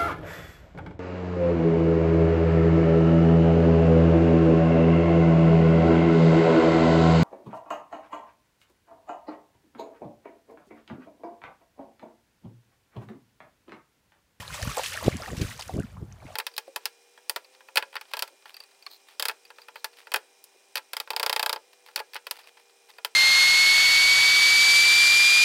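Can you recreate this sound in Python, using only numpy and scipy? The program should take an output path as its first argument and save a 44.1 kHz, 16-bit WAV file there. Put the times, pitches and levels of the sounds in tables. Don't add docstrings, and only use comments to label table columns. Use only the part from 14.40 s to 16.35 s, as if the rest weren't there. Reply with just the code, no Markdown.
import sys
import numpy as np
from scipy import signal
from scipy.fft import rfft, irfft
from scipy.io import wavfile
from scipy.ndimage import uniform_filter1d

SR = 44100
rng = np.random.default_rng(int(sys.argv[2]) if len(sys.argv) > 2 else 0)


def wav_out(sig):
    wavfile.write(sys.argv[1], SR, np.round(np.clip(np.atleast_2d(sig).T, -1, 1) * 32767).astype(np.int16))


N = 85995
T = np.arange(N) / SR

# time_s, level_db
SPRAY_LEVEL = [(0, -45), (.05, -50.5), (.10, -47), (.14, -41.5), (.19, -43.5), (.27, -40.5), (.35, -41),
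               (.42, -41), (.49, -39), (.60, -43), (.68, -46.5), (.75, -50.5), (.87, -45.5), (.94, -50),
               (1.05, -43), (1.12, -45), (1.17, -51.5), (1.25, -49.5), (1.35, -55), (1.43, -60),
               (1.53, -63.5), (1.66, -71), (1.79, -65), (1.86, -61), (1.95, -55.5)]


def splashes(attack_s=0.0011):
    # start_s, level_db, decay_s
    sheets = [(.002, -48, 0.013), (0.137, -41.5, 0.022), (0.224, -37.5, 0.0084), (0.299, -40, 0.01),
              (.367, -35.5, 0.0033), (.382, -41.5, 0.036), (.434, -38, 0.025), (0.459, -41, 0.013),
              (0.531, -37, 0.0069), (0.567, -57, 0.0092), (0.639, -40, 0.012), (0.66, -45, 0.046),
              (.968, -48.5, 0.026), (1.012, -38.5, 0.012), (1.192, -42, 0.012), (1.221, -39, 0.0047)]
    # freq_hz, gain_db
    colour = [(900, -10.5), (1600, -5.5), (2400, 2), (3300, -1.5), (4500, -3), (7500, -7), (10000, -12.5),
              (15000, -19.5)]
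    envelope = np.zeros(N)
    for start_s, db, decay_s in sheets:
        add(envelope, start_s, from_db(db) * (1 - np.exp(-T / attack_s)) * np.exp(-T / decay_s))
    crackle = grains(colour, per_s=9000, spread_db=2, cycles=2, rise=0.018, even_s=0.025)
    return from_db(7) * envelope * crackle


def sloshes(count=220, spread_oct=0.34, spread_db=7, attack_s=0.00067):
    # start_s, level_db, decay_s, centre_hz
    shoves = [(.140, -40.5, 0.016, 920), (0.192, -41, 0.016, 670), (.370, -28, 0.0086, 970),
              (.389, -31.5, 0.017, 796), (.522, -37.5, 0.048, 2040), (.625, -35, 0.032, 786),
              (.716, -43, 0.06, 2090), (.797, -45, 0.018, 666), (0.826, -40, 0.02, 1290),
              (.868, -43, 0.031, 960), (.968, -43, 0.0093, 2640), (1.108, -34.5, 0.01, 2040),
              (1.192, -38, 0.016, 1110), (1.293, -36.5, 0.014, 650), (1.565, -50, 0.026, 926),
              (1.713, -54.5, 0.01, 2700), (1.822, -50, 0.021, 990), (1.866, -49.5, 0.017, 2500),
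              (1.872, -45, 0.044, 800)]
    out, t = np.zeros(N), T[:SR // 4]
    for start_s, db, decay_s, centre_hz in shoves:
        cluster = np.zeros(SR // 2)
        births_s = rng.uniform(0, t[-1], count)
        pitches, sizes = rng.standard_normal((2, count))
        for birth_s, pitch, size in zip(births_s, pitches, sizes):
            ring = bubble(centre_hz * 2 ** (spread_oct * pitch), cycles=2.7, rise=0.013, swell=0.23)
            add(cluster, birth_s, from_db(spread_db * size) * ring)
        cluster = evened(butter(cluster[:len(t)], centre_hz / 2, "high"), span_s=0.0206)
        envelope = (1 - np.exp(-t / attack_s)) * np.exp(-t / decay_s)
        add(out, start_s, from_db(db - 0.5) * cluster * envelope)
    return out


def plops():
    # start_s, pitch_hz, level_db
    pockets = [(.029, 930, -29), (.1045, 1420, -26), (.193, 612, -32), (.2285, 1720, -18),
               (0.275, 1370, -21.5), (.314, 1210, -21), (.3728, 834, -15.5), (.3735, 482, -18),
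               (0.3753, 1057, -19.5), (.380, 640, -18), (.3925, 850, -20), (.393, 492.5, -20.5),
               (.5745, 1700, -14), (0.727, 2080, -20.5), (.801, 670, -26), (.823, 1250, -23.5),
               (.880, 730, -24.5), (.903, 1770, -27), (1.116, 1870, -33), (1.195, 695, -30),
               (1.285, 1340, -31.5), (1.294, 700, -22), (1.400, 1420, -33), (1.432, 1640, -36),
               (1.565, 960, -38.5), (1.578, 1140, -41), (1.826, 685, -39), (1.903, 687, -32.5)]
    out = np.zeros(N)
    for start_s, hz, db in pockets:
        add(out, start_s, from_db(db) * bubble(hz, cycles=3.05, rise=0.031, swell=1.4))
    return out


def drops():
    # start_s, pitch_hz, level_db
    impacts = [(.079, 3900, -21.5), (0.218, 4830, -20), (.228, 5900, -21.5), (.2485, 11500, -22),
               (0.371, 7400, -19), (0.37, 11500, -18), (0.382, 7600, -14.5), (0.439, 3020, -31),
               (0.463, 3630, -19), (.520, 5000, -25), (0.534, 2560, -41), (0.664, 2700, -25.5),
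               (.770, 7350, -33), (0.8209, 4970, -21), (.985, 5530, -23), (1.203, 4800, -31),
               (1.2105, 4600, -19), (1.227, 4550, -29), (1.282, 5930, -32), (1.398, 6800, -36),
               (1.725, 6000, -32)]
    out = np.zeros(N)
    for start_s, hz, db in impacts:
        add(out, start_s, from_db(db + 4.5) * bubble(hz, cycles=2.21, rise=0.018, swell=1.5))
    return out


def spray():
    # freq_hz, gain_db
    patter_colour = [(1000, -1), (1600, 3.5), (2400, 2.5), (3300, 1), (4500, -0.5), (7500, -7),
                     (10000, -5.5), (13000, -51)]
    # freq_hz, gain_db
    mist_colour = [(300, -10), (900, -22), (2200, -3), (4500, -1.5), (7500, -2), (10000, -5.5), (15000, -8)]
    patter = grains(patter_colour, per_s=5000, spread_db=3.5, cycles=4.7, rise=0.028, even_s=0.036,
                    count=28)
    return level(SPRAY_LEVEL) * (from_db(-1.5) * patter + from_db(-5) * noise(mist_colour))


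def churn(low_hz=450):
    # time_s, level_db
    wake = [(0, -46.5), (.07, -51.5), (.16, -46), (.30, -43), (.35, -50), (.40, -43.5), (.49, -57.5),
            (.55, -43.5), (.70, -46.5), (.77, -52.5), (.86, -43.5), (.94, -54), (1.08, -49.5),
            (1.16, -57.5), (1.26, -65), (1.40, -49), (1.48, -61.5), (1.65, -73.5), (1.79, -62), (1.95, -53)]
    # freq_hz, gain_db
    colour = [(350, -14), (550, 3), (800, -6), (1200, -2), (1800, -9.5), (2600, -13.5), (4000, -29.5)]
    gurgle = grains(colour, per_s=1300, spread_db=6, cycles=4.35, rise=0.018, even_s=0.022)
    return from_db(2) * level(wake) * butter(gurgle, low_hz, "high")


def snaps(decay_s=0.0011):
    # start_s, level_db
    ticks = [(0.0766, -42), (.227, -28), (0.435, -30), (.569, -25.5), (.769, -32), (.968, -36),
             (1.015, -34), (1.101, -35), (1.177, -37.5), (1.210, -33.5), (1.279, -35.5), (1.339, -41),
             (1.369, -40.5), (1.399, -39), (1.432, -47)]
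    # freq_hz, gain_db
    colour = [(800, -7), (2500, -16), (6000, 0), (10000, -5.5), (15000, -22)]
    envelope, t = np.zeros(N), T[:SR // 40]
    for start_s, db in ticks:
        add(envelope, start_s, from_db(db) * np.exp(-t / decay_s))
    return envelope * noise(colour)


def flecks():
    # freq_hz, gain_db
    colour = [(4000, -4), (7000, 3), (10500, -4), (14500, -4)]
    ticks = grains(colour, per_s=170, spread_db=5.5, cycles=2.3, rise=0.0089, even_s=0.22, count=8)
    return from_db(-12) * level(SPRAY_LEVEL) * ticks


def scatter(x, decay_s=0.0081, gap_s=0.003):
    t = T[:N // 8]
    tail = rng.standard_normal(len(t)) * np.exp(-t / decay_s) * (t > gap_s)
    return from_db(-15.5) * signal.oaconvolve(x, tail / np.linalg.norm(tail))[:N]


def gusts(low_hz=51, knee_hz=170):
    # crest_s, level_db, rise_s, fall_s, edge_hz
    swells = [(.12, -45.5, 0.09, 0.016, 170), (0.23, -31, 0.009, 0.0067, 118),
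              (0.281, -32, 0.034, 0.015, 224), (0.674, -24.5, 0.02, 0.01, 647),
              (0.756, -28, 0.021, 0.011, 330), (0.821, -43, 0.0092, .012, 480),
              (.93, -31.5, 0.027, 0.022, 535), (1.019, -23.5, 0.015, 0.016, 450),
              (1.10, -43.5, 0.081, 0.036, 215), (1.362, -27.5, 0.017, 0.024, 400),
              (1.394, -24.5, 0.028, 0.01, 605), (1.449, -30, 0.012, 0.0052, 200),
              (1.585, -35, .03, 0.02, 190), (1.626, -35.5, 0.011, 0.015, 453),
              (1.853, -36.5, 0.0045, 0.0069, 278)]
    out = np.zeros(N)
    for crest_s, db, rise_s, fall_s, edge_hz in swells:
        swirl = butter(rng.standard_normal(N), knee_hz, "low", order=1)
        swirl = butter(swirl, edge_hz, "low", order=5)
        swirl = evened(butter(swirl, low_hz, "high", order=3), span_s=0.018)
        from_crest = np.abs(T - crest_s) / np.where(T < crest_s, rise_s, fall_s)
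        out += from_db(db - 1) * swirl * np.exp(-np.minimum(from_crest, 20) ** 1.07)
    return out


def eddies(top_hz=820):
    # centre_s, level_db, half_width_ms
    pops = [(0.23, -24.5, 2.35), (.275, -22, 1.43), (.666, -22.5, 2.5), (0.681, -4.5, 0.47),
            (0.682, -18, 1.44), (.932, -26, 0.55), (0.9793, -23, 1.63), (1.0138, -25, 2.3),
            (1.050, -23.5, 2.2), (1.342, -22, 1.64), (1.3658, -29, 1.2), (1.39, -18, 0.64),
            (1.404, -18, 1.08), (1.626, -30, 2.16)]
    out = np.zeros(N)
    for centre_s, db, half_width_ms in pops:
        u = np.clip((T - centre_s) * 1000 / half_width_ms, -10, 10)
        out += from_db(db) * u * np.exp((1 - u ** 2) / 2)
    return butter(out, top_hz, "low", order=6)


def breeze():
    # time_s, level_db
    rumble = [(0, -36), (.06, -67), (.12, -41.5), (.19, -53), (.30, -35), (.35, -58.5), (.58, -49),
              (.72, -40), (.84, -50.5), (1.0, -45), (1.17, -49), (1.24, -57), (1.28, -43.5), (1.5, -48.5),
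              (1.66, -44), (1.78, -51.5), (1.95, -52.5)]
    # freq_hz, gain_db
    colour = [(25, -27), (50, 0.5), (95, 5), (150, -5.5), (250, -17), (500, -41), (900, -46.5)]
    return level(rumble) * noise(colour)


def air():
    # freq_hz, gain_db
    colour = [(100, 2), (400, 21.5), (900, 21.5), (2000, 6.5), (4000, -20), (9000, -32), (15000, -45)]
    return from_db(-63) * noise(colour)


def bubble(hz, cycles, rise, swell):
    age = np.arange(int(6 * cycles / hz * SR) + 2) * hz / SR
    phase = age + rise * age ** 2 / (2 * cycles)
    return np.sin(2 * np.pi * phase) * np.exp(-age / cycles) * (1 - np.exp(-age / swell))


def grains(colour, per_s, spread_db, cycles, rise, even_s, count=26):
    born = rng.random(N) < per_s / SR
    sizes = born * from_db(spread_db * np.minimum(rng.exponential(1, N), 4)) * rng.choice([-1, 1], N)
    pitch_index, out = rng.integers(0, count, N), np.zeros(N)
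    for k, hz in enumerate(np.geomspace(colour[0][0], colour[-1][0], count)):
        ring = bubble(hz, cycles, rise, swell=0.9)
        out += signal.oaconvolve(sizes * (pitch_index == k), ring)[:N] * hz * from_db(at_hz(colour, hz))
    return rms_one(evened(out, even_s))


def noise(colour):
    hz = np.maximum(np.arange(N // 2 + 1) * SR / N, 1)
    return rms_one(irfft(rfft(rng.standard_normal(N)) * from_db(at_hz(colour, hz)), N))


def evened(x, span_s):
    power = np.abs(uniform_filter1d(x ** 2, max(int(span_s * SR), 2)))
    return x / np.sqrt(power + 1e-4 * np.mean(x ** 2))


def from_db(db):
    return 10 ** (np.asarray(db) / 20)


def rms_one(x):
    return x / np.sqrt(np.mean(x ** 2) + 1e-20)


def level(curve):
    return from_db(np.interp(T, *np.transpose(curve)))


def at_hz(colour, hz):
    freq_hz, db = np.transpose(colour)
    return np.interp(np.log(hz), np.log(freq_hz), db)


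def butter(x, hz, kind, order=2):
    return signal.sosfilt(signal.butter(order, hz, kind, fs=SR, output="sos"), x)


def add(out, start_s, sound):
    i = int(start_s * SR)
    out[i:i + len(sound)] += sound[:N - i]


def scene():
    water = spray() + splashes() + churn() + sloshes() + plops() + drops() + snaps() + flecks()
    return (water + scatter(water) + gusts() + eddies() + breeze() + air())[None]


def record(dry):
    low_hz, top_hz = 42.4, 15500
    top_cut = signal.ellip(10, .2, 80, top_hz, fs=SR, output="sos")
    return signal.sosfilt(top_cut, butter(dry, low_hz, "high"))


dry = scene()
out = record(dry)
wav_out(out)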